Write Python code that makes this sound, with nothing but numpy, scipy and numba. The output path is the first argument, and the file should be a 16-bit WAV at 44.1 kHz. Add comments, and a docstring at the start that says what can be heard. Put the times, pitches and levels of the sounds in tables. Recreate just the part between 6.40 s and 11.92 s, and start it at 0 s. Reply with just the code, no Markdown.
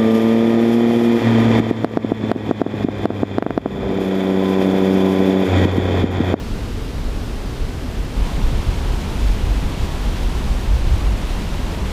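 """White water below a dam

The outflow churns, heard first from the grassy bank, then, after a quick change of place, from the
railing right above it, where the spray is louder and brighter. Falling water roars and bubbles burst
in the foam. Wind buffets the small microphone in low gusts and a few sudden slaps."""
import sys
import numpy as np
from scipy import signal
from scipy.fft import rfft, irfft, next_fast_len
from scipy.io import wavfile
from scipy.ndimage import uniform_filter1d
from numba import njit

SR = 44100
rng = np.random.default_rng(int(sys.argv[2]) if len(sys.argv) > 2 else 0)


def pcm_store(signal):
    """Save signal as 16-bit PCM."""
    levels = np.round(np.clip(np.atleast_2d(signal), -1, 1) * 32767)
    wavfile.write(sys.argv[1], SR, levels.astype(np.int16).T)


N = 243431
T = np.arange(N) / SR
FFT_SIZE = next_fast_len(N)
HZ = np.maximum(np.arange(FFT_SIZE // 2 + 1) * SR / FFT_SIZE, 1.)


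# The roar from the grassy bank. Each row: frequency in Hz, relative level per Hz in dB.
BANK_ROAR = [(40, -19), (95, -2), (150, -7), (200, -8), (238, -3.5), (290, -8), (350, -12.5), (440, -12),
             (560, -18), (1000, -22), (1900, -27.5), (3300, -29), (5000, -33), (6500, -37.5),
             (15200, -47.5)]
# The roar from the railing, right above the water. Each row: frequency in Hz, relative level per Hz in dB.
RAILING_ROAR = [(40, -16), (90, -2), (200, -2.5), (400, -10.5), (620, -15.5), (950, -15.5), (1250, -20.5),
                (1800, -23), (3300, -24), (5000, -30), (7500, -35), (11000, -40), (15200, -44)]
# Slow surging of the whole outflow. Each row: time in seconds, rise or dip in dB.
OUTFLOW_SURGE = [(0, 0.5), (.7, 0), (1.3, .3), (2, 0), (2.4, 0), (2.9, 0.1), (3.5, 0.5), (4.3, -0.4),
                 (4.9, 0.5), (5.5, 0)]


def outflow(move_s, fade_s):
    """The surging white water: the sound at the bank crossfades into the sound at the railing."""
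    bank = level(white_water(BANK_ROAR, splash_db=0.0, flicker_db=0.18), db=-28.5)
    railing = level(white_water(RAILING_ROAR, splash_db=0.62, flicker_db=0.05), db=-27)
    fade = np.clip((T - move_s) / fade_s, 0, 1) * np.pi / 2
    surge = undb(np.interp(T, *np.transpose(OUTFLOW_SURGE)))
    return surge * (np.cos(fade) * bank + np.sin(fade) * railing)


def white_water(roar, splash_db, flicker_db):
    """Falling water and foam in octave bands: each flickers, and the treble shares quick splashes."""
    rush = rng.standard_normal(N)
    froth = level(foam(count=40000, scatter_db=8.0, cycles=2.8, glide=0.38), db=-7.5)
    hz, db = np.transpose(roar)
    colour = undb(np.interp(np.log(HZ), np.log(hz), db, left=-60))
    spectrum = rfft(rush + froth, FFT_SIZE) * colour
    splash = wander(29.9) + wander(90)
    out = 0
    for octave in range(-5, 5):
        octaves_away = np.clip(np.abs(np.log2(HZ / 1000) - octave), 0, 1)
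        band = irfft(spectrum * np.cos(octaves_away * np.pi / 2) ** 2)[:N]
        spray = np.clip(octave / 4.6, 0, 1)  # splashes are heard in the small, high droplets
        out = out + band * undb(spray * splash_db * splash + flicker_db * wander(10.75))
    return out


def foam(count, scatter_db, cycles, glide):
    """A crowd of bursting bubbles of every size, with equal energy per Hz."""
    when, pitch, strength = rng.random((count, 3)).T
    hz = 300 * 45 ** pitch
    return rings((when * N).astype(np.int64), hz, hz * undb(scatter_db * strength), cycles, glide)


@njit
def rings(start, hz, amplitude, cycles, glide):
    """Each ring decays by 1/e in the given cycles while its pitch slides up by the share glide."""
    out = np.zeros(N + 8192)
    for k in range(len(start)):
        span = min(int(3 * cycles * SR / hz[k]), 8000)
        turn = 2 * np.pi * hz[k] / SR
        phasor = amplitude[k] + 0j
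        step = np.exp(1j * turn - hz[k] / (cycles * SR))
        bend = np.exp(1j * turn * glide / span)
        for i in range(span):
            out[start[k] + i] += phasor.imag
            phasor *= step
            step *= bend
    return out[:N]


def wind():
    """The bigger the eddy that rolls over the microphone's membrane, the lower its thump."""
    big = gusting(size=0, breeze_share_db=-4.5) * eddies(hz=26.7, width_hz=23.2, evenness=0.66)
    middle = gusting(size=1, breeze_share_db=-4.5) * eddies(hz=45.7, width_hz=27.2, evenness=0.74)
    small = gusting(size=2, breeze_share_db=-7.5) * eddies(hz=72.5, width_hz=41.4, evenness=0.68)
    return big + middle + small


# The breeze on the microphone. Each row: time in seconds, level in dB before each eddy size takes its share.
BREEZE = [(0, -26), (0.6, -23.5), (1.2, -23), (1.7, -26.5), (2.4, -19), (3.0, -22.5), (3.7, -21),
          (4.2, -23), (4.9, -21.5), (5.52, -23.5)]
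# Gusts on the microphone, above the breeze. Each row: start in seconds, length in seconds,
# level in dB at the gust's own eddy size, that size (0 big, 1 middle, 2 small).
MIC_GUSTS = [(0.113, .06, -21, .2), (0.55, .05, -21, 0.72), (0.64, .07, -21, .4), (1.174, 0.079, -20.5, .2),
             (1.577, 0.077, -22, 0.69), (1.767, 0.1, -16, 0.43), (1.952, 0.14, -13, 0.35),
             (2.14, 0.084, -17.5, 0.47), (2.244, 0.067, -15.5, 1.47), (2.503, 0.033, -14, 0.93),
             (2.823, 0.081, -15.5, 1.06), (2.89, .05, -16.5, .3), (3.028, 0.16, -18, 1.07),
             (3.226, 0.036, -16.5, 0.28), (3.397, .08, -18, 1.2), (3.61, 0.15, -20.5, 0.84),
             (3.78, 0.12, -18, 0.42), (3.944, 0.046, -18.5, 1.1), (4.036, .14, -15.5, 0.64),
             (4.272, .1, -15, 1.2), (4.396, 0.054, -12.5, .4), (4.456, 0.12, -13.5, 1.1),
             (4.64, .12, -15.5, 0.94), (4.879, .1, -19, .5), (5.01, 0.055, -21, .8), (5.222, .04, -21, 1.6),
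             (5.395, 0.066, -17, 0.4)]


def gusting(size, breeze_share_db, rise_s=0.027, fall_s=0.041):
    """Strength of one size of eddy: its share of the breeze plus gusts near its size, added as powers."""
    power = undb(np.interp(T, *np.transpose(BREEZE)) + breeze_share_db) ** 2
    for start, length, db, gust_size in MIC_GUSTS:
        rise = (T - start) / rise_s + .5
        fall = (start + length - T) / fall_s + .5
        shape = np.clip(np.minimum(rise, fall), 0, 1)
        size_loss_db = 10.5 * (size - gust_size) ** 2
        power = power + (shape * undb(db - size_loss_db)) ** 2
    return np.sqrt(power)


def eddies(hz, width_hz, evenness):
    """Turbulent air: a band of noise whose chance swells are partly evened out."""
    rumble = bandpass(bandpass(rng.standard_normal(N), hz, width_hz), hz, width_hz)
    envelope = np.abs(signal.hilbert(rumble, FFT_SIZE)[:N])
    swell = uniform_filter1d(envelope, SR // 50)
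    return level(bandpass(rumble / swell ** evenness, hz, 2 * width_hz), db=0)


# Air striking the membrane. Each row: start in seconds, starting level in dB, pitch in Hz.
AIR_SLAPS = [(1.98, -10, 149), (2.015, -18, 226), (2.127, -12.5, 124), (3.087, -17, 125), (3.227, -15, 155)]


def air_slaps():
    """Each slap of air on the microphone is a short ring that dies within a few cycles."""
    start, db, hz = np.transpose(AIR_SLAPS)
    return rings((start * SR).astype(np.int64), hz, undb(db), cycles=1.3, glide=0.)


def undb(db):
    """Decibels to gain."""
    return 10 ** (np.asarray(db) / 20)


def level(x, db):
    """Scales a sound to an rms level."""
    return x * undb(db) / np.sqrt(np.mean(x ** 2))


def wander(rate_hz):
    """Random values held 1 / rate_hz seconds and smoothed twice; spread near 1."""
    hold = int(SR / rate_hz)
    steps = np.repeat(rng.standard_normal(N // 100)[:N // hold + 1], hold)
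    return 1.37 * uniform_filter1d(uniform_filter1d(steps, hold), hold)[:N]


@njit
def bandpass(x, hz, width_hz):
    """State-variable band-pass of gain 1 at the centre."""
    out = np.empty(len(x))
    band_state, low_state = 0., 0.
    tuning, damping = np.tan(np.pi * hz / SR), width_hz / hz
    for i in range(len(x)):
        band = (band_state + tuning * (x[i] - low_state)) / (1 + tuning * (tuning + damping))
        band_state = 2 * band - band_state
        low_state += 2 * tuning * band
        out[i] = damping * band
    return out


def scene():
    """One microphone, on the bank and then at the railing; the wind blows on through both."""
    return (outflow(move_s=1.7, fade_s=0.15) + wind() + air_slaps())[None]


def record(dry, top_hz=15270):
    """The recorder cuts the top steeply."""
    return signal.sosfilt(signal.ellip(14, .2, 70, top_hz, fs=SR, output="sos"), dry)


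dry = scene()
out = record(dry)
pcm_store(out)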